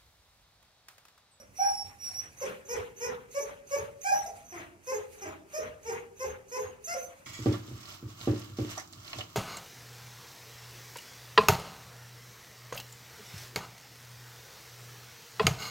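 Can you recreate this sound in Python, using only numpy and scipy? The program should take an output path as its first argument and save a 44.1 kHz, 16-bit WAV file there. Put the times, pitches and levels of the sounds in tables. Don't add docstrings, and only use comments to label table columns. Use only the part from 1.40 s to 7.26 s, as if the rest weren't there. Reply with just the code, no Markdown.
import sys
import numpy as np
from scipy import signal
from scipy.fft import rfft, irfft
from scipy.io import wavfile
from scipy.ndimage import uniform_filter1d

SR = 44100
rng = np.random.default_rng(int(sys.argv[2]) if len(sys.argv) > 2 else 0)


def wrap_up_sound(samples):
    columns = np.atleast_2d(samples).T
    tamed = np.clip(columns, -1, 1)
    steps = np.round(tamed * 32767).astype(np.int16)
    wavfile.write(sys.argv[1], SR, steps)


def ratio_of_db(decibels):
    return 10 ** (np.asarray(decibels, float) / 20)


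N = 258411

# (frequency [Hz], level [dB])
TILT = [(60, -5), (99, -1), (160, -1.0), (270, -2), (450, 1.5), (740, -2), (1220, 2), (2010, 3),
        (3330, 0.5), (5500, -3.5), (9080, -8), (15000, -12)]


def animal():
    # (time [s], pitch [Hz], level [dB])
    long_whistles = [
        [(0.13, 5663, -86), (0.152, 5806, -54), (0.192, 5816, -41), (0.242, 5559, -38), (0.274, 5654, -37),
         (0.36, 5505, -47), (0.4, 5530, -40), (0.466, 5599, -56), (0.5, 5505, -70)],
        [(0.57, 5526, -76), (0.588, 5741, -48), (0.646, 5659, -41), (0.73, 5545, -47), (0.792, 5799, -39),
         (0.848, 5731, -63), (0.856, 5810, -53), (0.9, 5791, -75)],
    ]
    voice, nose, beat = np.zeros(N), np.zeros(N), np.zeros(N, complex)
    shake, flutter = wobble(0.0063), wobble(0.0019)
    for s, *row in notes():
        sound, flow = fold_note(*row, np.roll(shake, -round(s * SR)))
        add(voice, s, sound)
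        add(beat, s, flow)
    beat = beat / np.maximum(abs(beat), 1)

    for s, length_s, start_hz, end_hz, db in short_whistles():
        hz = np.linspace(start_hz, end_hz, round(length_s * SR))
        add(nose, s, whistle(s, hz, db, shake, flutter, beat, octave_db=-11))
    for rows in long_whistles:
        s, pitch_hz, level_db = np.transpose(rows)
        t = np.arange(s[0], s[-1], 1 / SR)
        hz, db = np.interp(t, s, pitch_hz), np.interp(t, s, level_db) - 0.5
        add(nose, s[0], whistle(s[0], hz, db, 0.5 * shake, flutter, 0.05 * beat, octave_db=-16.0))
    return voice, nose, abs(beat)


def notes():
    # (time [s], length [s], top pitch [Hz], level [dB], overtones [dB])
    whines = [(-.03, 0.044, 573, -56, -8), (.184, 0.08, 811.2, -29, -12), (.26, 0.0364, 814, -38, -32),
              (.676, 0.079, 768, -66.5, -18), (1.011, 0.02, 536, -31.5, -5),
              (1.283, 0.06, 496.7, -40.5, -0.5), (1.603, 0.057, 497.6, -40, 1.5),
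              (1.943, 0.048, 578.5, -35, -3.5), (2.307, 0.048, 577.3, -33.5, -2.5),
              (2.642, 0.062, 823.6, -32.5, 2.5), (2.698, 0.04, 814, -26.5, -18.5),
              (2.854, 0.018, 680, -36.5, -5.5), (3.182, 0.021, 324, -50.5, 2.5),
              (3.467, 0.051, 530.4, -38.5, -1.5), (3.812, .031, 408, -47, 5), (4.131, .056, 629.6, -38, -2),
              (4.449, 0.06, 476.2, -41.5, -1), (4.795, 0.043, 532.7, -39, -1.5),
              (5.111, 0.068, 514.7, -42, 1.2), (5.469, 0.068, 705.7, -41, 6)]
    # (time [s], length [s], end pitch [Hz], level [dB], overtones [dB])
    falls = [(1.033, 0.023, 391, -44, -3), (1.342, 0.024, 402, -41.5, -0.5), (1.66, 0.025, 400, -46.5, 0.5),
             (2, 0.019, 416, -44, -2.5), (2.359, .018, 419.5, -40, -1), (2.712, 0.021, 584, -41.5, -18),
             (2.872, 0.012, 441, -51, -2), (3.121, 0.042, 338, -53.5, 4),
             (3.517, 0.041, 413.5, -41.5, -0.5), (3.855, 0.023, 304.6, -49.5, 4.5),
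             (4.184, 0.013, 447, -37, -26), (4.492, 0.03, 385, -46, 4.5), (4.839, 0.022, 398.3, -43, 2.3),
             (5.166, 0.031, 411, -41.5, -2.2), (5.545, 0.027, 513.4, -39, -13)]
    slide_per_s, slide_after_s, slide_most = 3.3, 0.02214, 0.11
    rows = []
    for s, length_s, top_hz, *db in whines:
        slide = np.clip(slide_per_s * (length_s - slide_after_s), 0, slide_most)
        rows.append((s, length_s, top_hz * (1 - slide), top_hz, *db))
    for s, length_s, end_hz, *db in falls:
        rows.append((s, length_s, end_hz * 1.04, end_hz, *db))
    return rows


def fold_note(length_s, start_hz, end_hz, db, overtones_db, shake):
    # (frequency [Hz], level [dB])
    throat = [(300, 10), (900, -7.5), (1250, -15), (1550, -14.5), (2050, -11.5), (2500, -12), (3000, -26),
              (3700, -44), (5000, -22.5), (8000, -25), (11500, -49), (15000, -55)]
    t = np.arange(0, length_s, 1 / SR)
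    u = t / length_s
    breaks = end_hz < start_hz
    hz = end_hz + (start_hz - end_hz) * np.exp(-t / 0.01972)
    hz = hz * (1 + 0.0006 * shake[:len(t)])
    hz = hz * (1 + 0.15 * breaks * np.exp(-t / 0.0041))
    turns = 2 * np.pi * np.cumsum(hz) / SR

    over = ratio_of_db(-19.5) * np.cos(2 * turns + 4)
    for k in range(2, int(15000 / end_hz)):
        over = over + ratio_of_db(read(throat, k * hz)) * np.cos(k * turns + k * k)

    effort_db = -7.0 * (u if breaks else 1 - u)
    attack_s, release_s = (0.004 if breaks else 0.012), 0.0091
    swell = np.minimum(t / attack_s, 1) * np.minimum((length_s - t) / release_s, 1)
    gain = np.sqrt(2) * ratio_of_db(db + 1.0 + effort_db) * swell
    voice = gain * (np.cos(turns) + ratio_of_db(overtones_db) * over)
    flow = np.clip((db + 58) / 8, 0, 1) * swell * np.exp(1j * turns)
    return voice, flow


def short_whistles():
    # (voice onset [s], lead-in level [dB], sag length [s], sag depth [Hz], sag level [dB])
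    sniffs = [(0.999, -56, 0.05, 154, -48), (1.28, -61, 0.07, 178, -46), (1.593, -55, 0.096, 145, -48),
              (1.94, -55, 0.094, 232, -51.5), (2.3, -57, 0.073, 120, -48), (2.641, -50, 0.099, 487, -49.5),
              (3.078, -61, 0.066, 284, -56.5), (3.462, -68, 0.077, 229, -50),
              (3.806, -61, 0.04, 161, -52.5), (4.123, -70, 0.0864, 300, -49),
              (4.457, -60, 0.062, 80.6, -53), (4.789, -65, 0.055, 120, -50),
              (5.111, -61.5, 0.075, 140, -50), (5.47, -46.5, 0.091, 413, -47.5), (5.88, -57, .05, 50, -60)]
    # (time [s], length [s], pitch [Hz], level [dB])
    peeps = [(-.02, 0.048, 5690, -57), (2.001, 0.046, 6260, -48), (2.368, 0.023, 6540, -47.5),
             (2.715, 0.052, 5820, -43.5), (2.742, 0.079, 5873, -44.5), (2.858, 0.026, 5980, -49),
             (3.153, 0.054, 6410, -61), (3.53, 0.046, 6520, -47), (3.87, 0.027, 6870, -56.5),
             (4.197, 0.043, 6170, -57), (4.518, 0.02, 6550, -48.5), (4.834, 0.075, 6400, -54.5),
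             (5.177, 0.079, 6526, -52), (5.556, 0.12, 6150, -50.5)]
    lead_s, lead_length_s, lead_hz, lead_rise_hz = 0.034, 0.055, 6230, 120
    sag_hz, peep_sag_hz_per_s = 6086, 380
    rows = []  # (time s, length s, start Hz, end Hz, dB)
    for s, lead_db, sag_length_s, drop_hz, sag_db in sniffs:
        rows.append((s - lead_s, lead_length_s, lead_hz, lead_hz + lead_rise_hz, lead_db))
        rows.append((s, sag_length_s, sag_hz, sag_hz - drop_hz, sag_db))
    for s, length_s, hz, db in peeps:
        half_hz = peep_sag_hz_per_s * length_s / 2
        rows.append((s, length_s, hz + half_hz, hz - half_hz, db))
    return rows


def whistle(s, hz, db, shake, flutter, beat, octave_db):
    shake, flutter, beat = (np.roll(v, -round(s * SR))[:len(hz)] for v in (shake, flutter, beat))
    shaken_hz = hz * (1 + 0.0038 * (1 - 0.75 * abs(beat)) * shake)
    turns = 2 * np.pi * np.cumsum(shaken_hz) / SR + 1.6 * beat.imag
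    chop_db = 0.6 * beat.real - 2.5 * (beat ** 2).real
    tone = np.cos(turns) + ratio_of_db(octave_db) * np.cos(2 * turns)
    gain = np.sqrt(2) * ratio_of_db(db + 1.67 * flutter + chop_db)
    return gain * tone * signal.windows.tukey(len(hz), 0.45)


def air(voiced):
    # (time [s], hiss level [dB], rush lag [s], rush level [dB], thump level [dB])
    breaths = [(0.202, -48, 0.04, -61, -67), (0.648, -53, 0.013, -66, -61), (1.028, -51, 0.038, -50.5, -45),
               (1.318, -50.5, 0.047, -52, -44.5), (1.612, -56.5, 0.082, -52.5, -44.5),
               (1.962, -48.5, 0.11, -56.5, -56), (2.328, -50, 0.07, -55.5, -45.5),
               (2.67, -45.5, 0.074, -56, -50), (3.148, -58, 0.027, -54.5, -47),
               (3.492, -50, 0.07, -58.5, -53.5), (3.849, -64, 0.035, -56.5, -47),
               (4.142, -53.5, 0.084, -54, -48), (4.48, -57, 0.056, -55, -47.5),
               (4.812, -56, 0.068, -56, -47.5), (5.139, -51.5, 0.09, -55.5, -50),
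               (5.492, -46.5, 0.044, -56, -58)]
    # (time [s], hiss level [dB], rush level [dB], thump level [dB])
    straw = [(0.0, -66.5, -73, -71), (.13, -92, -94, -56), (.34, -56.5, -85, -59), (0.472, -59, -65.5, -57),
             (.72, -57, -71, -74), (0.818, -60.5, -62.5, -57), (.93, -64.5, -94, -78),
             (1.13, -87, -70, -54), (1.82, -87, -72, -53.5), (2.84, -56, -78, -55), (2.97, -60, -69, -62.5),
             (3.728, -58, -76, -66), (3.8, -64, -64.5, -79), (4.47, -57, -67.5, -52.5),
             (5.61, -57.5, -78, -70), (5.7, -72, -66.5, -59.5), (5.79, -66.5, -75.5, -61)]
    # (frequency [Hz], level [dB])
    rush_colour = [(200, 1.5), (500, 6), (1000, 10.5), (1500, 10), (2400, 7.5), (3200, 0), (4200, -8.5),
                   (5500, -105.5)]
    # (frequency [Hz], level [dB])
    hiss_colour = [(1400, -18), (2050, 1), (2550, 5.5), (3100, -9), (3800, -5.5), (4700, -3), (5500, -7.5),
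                   (6400, 1.5), (7200, -3), (9500, -3.5), (12500, -7), (15500, -14.5)]
    # (frequency [Hz], level [dB])
    thump_colour = [(25, -55), (45, -9), (65, -0.5), (78, -7.5), (88, 7), (100, -4), (160, -10), (260, -11),
                    (400, -39.5)]
    # (frequency [Hz], level [dB])
    floor_colour = [(18, -56), (30, -8), (85, -4), (351, -13), (533, -14), (1780, -22), (2500, -21),
                    (3600, -33.5), (6400, -26), (12300, -38), (15600, -43)]
    thump_lag_s, voiced_rush_db, hiss_choke = 0.029, -10.5, 0.7
    s, hiss_db, lag_s, rush_db, thump_db = np.transpose(breaths)
    stirs = np.array(straw)
    early_rushes = np.c_[s, rush_db + voiced_rush_db]
    rushes = np.r_[np.c_[s + lag_s, rush_db], early_rushes, stirs[:, ::2]]
    hisses = np.r_[np.c_[s, hiss_db], stirs[:, :2]]
    thumps = np.r_[np.c_[s + lag_s + thump_lag_s, thump_db], stirs[:, ::3]]

    rush = swells(rushes, rise_db_per_s=261, hold_s=0.0454, fall_db_per_s=171, rest_db=-89)
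    rush = rush * ratio_of_db(1.35 * wobble(0.00039) + 8.0) * noise(rush_colour, 3.1)
    hiss = swells(hisses, rise_db_per_s=412, hold_s=-0.05, fall_db_per_s=110, rest_db=-110.5)
    hiss = hiss * (1 - hiss_choke * voiced) * ratio_of_db(7.5) * noise(hiss_colour, 2.8)
    thump = swells(thumps, rise_db_per_s=213, hold_s=-0.024, fall_db_per_s=121, rest_db=-69.5)
    thump = thump * ratio_of_db(0.57 * wobble(0.0067)) * noise(thump_colour, 3.7, size=4096)
    still_barn = ratio_of_db(-62.0) * noise(floor_colour, 1.0, size=2048)
    return rush + hiss + thump + still_barn


def barn(x):
    # (frequency [Hz], t60 [s])
    ring = [(300, 0.75), (800, 0.43), (1600, 0.36), (3000, 0.13), (6000, 0.25), (12000, 0.088)]
    first, spacing = 260, 20
    taps = np.zeros((2, SR))
    at = np.arange(first, SR - spacing, spacing)
    at = at + rng.integers(0, spacing, (2, (SR - first - 1) // spacing))
    np.put_along_axis(taps, at, rng.choice([-1., 1.], at.shape), 1)
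    taps[1] = 0.3 * taps[0] + taps[1]
    hz, t, z = signal.stft(taps, SR, nperseg=256)
    decay = ratio_of_db(-60 * t / read(ring, hz)[:, None])
    tail = signal.istft(z * decay, SR, nperseg=256)[1]
    tail = tail / np.linalg.norm(tail, axis=1)[:, None]
    return signal.fftconvolve(x, tail[None], axes=-1)[..., :N]


def noise(spectrum, patchy_db, size=512):
    # (frequency [Hz], correlation [0-1])
    likeness = [(30, .5), (80, .9), (300, .8), (700, .5), (2000, .4), (6000, .3), (15000, .1)]
    frames, hz = 4 * N // size + 5, np.fft.rfftfreq(size, 1 / SR)
    a, b, c, d, patches = rng.standard_normal((frames, len(hz), 5)).T
    patches = evened(uniform_filter1d(uniform_filter1d(patches, 6, 0), 10, 1))
    same = np.clip(read(likeness, hz), 0, 1)[:, None]
    left, other = a + 1j * b, c + 1j * d
    z = np.array([left, same * left + np.sqrt(1 - same ** 2) * other])
    z = z * ratio_of_db(read(spectrum, hz)[:, None] + patchy_db * patches)
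    return evened(signal.istft(z, nperseg=size, noverlap=size - size // 4)[1][:, :N])


def swells(peaks, rise_db_per_s, hold_s, fall_db_per_s, rest_db):
    t = np.arange(0, N + 64, 64) / SR
    s, db = np.transpose(peaks)[:, :, None]
    rise_db = rise_db_per_s * np.maximum(s - t, 0)
    fall_db = fall_db_per_s * np.maximum(t - s - hold_s, 0)
    power = (ratio_of_db(db - rise_db - fall_db) ** 2).sum(0) + ratio_of_db(rest_db) ** 2
    return np.interp(np.arange(N) / SR, t, np.sqrt(power))


def wobble(smooth_s):
    size = max(int(smooth_s * SR), 2)
    return evened(uniform_filter1d(uniform_filter1d(rng.standard_normal(N), size), size))


def evened(x):
    return x / np.sqrt(np.mean(x ** 2) + 1e-20)


def read(points, hz):
    f, value = np.transpose(points)
    return np.interp(np.log(hz + 1), np.log(f + 1), value)


def add(mix, s, sound):
    at = round(s * SR)
    sound = sound[max(-at, 0):]
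    part = mix[max(at, 0):][:len(sound)]
    part += sound[:len(part)]


def scene():
    voice, nose, voiced = animal()
    voice_walls, nose_walls = barn(np.array([voice, nose])[:, None])
    direct = ratio_of_db(2.5) * voice + ratio_of_db(2.5) * nose
    walls = ratio_of_db(2.0) * voice_walls + ratio_of_db(-2.0) * nose_walls
    return direct + walls + air(voiced)


def top_cut(x):
    return signal.sosfilt(signal.butter(12, 15730, fs=SR, output="sos"), x)


def record(dry):
    # (frequency [Hz], phase [rad])
    left_phase = [(60, 0.03), (300, -.5), (700, -1.03), (1400, -2.5), (2500, -4.5), (5600, -7.5),
                  (9000, -11.5), (15000, -17.5)]
    hz = np.fft.rfftfreq(N, 1 / SR)
    half_tilt_db = read(TILT, hz) / 2
    left = ratio_of_db(half_tilt_db) * np.exp(1j * read(left_phase, hz))
    right = ratio_of_db(-half_tilt_db)
    band = hz ** 2 / (hz ** 2 + 35 ** 2) * (hz < 15740)
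    ports = irfft(rfft(dry) * band * np.array([left, right]), N)
    return top_cut(ports)


dry = scene()
out = record(dry)
wrap_up_sound(out)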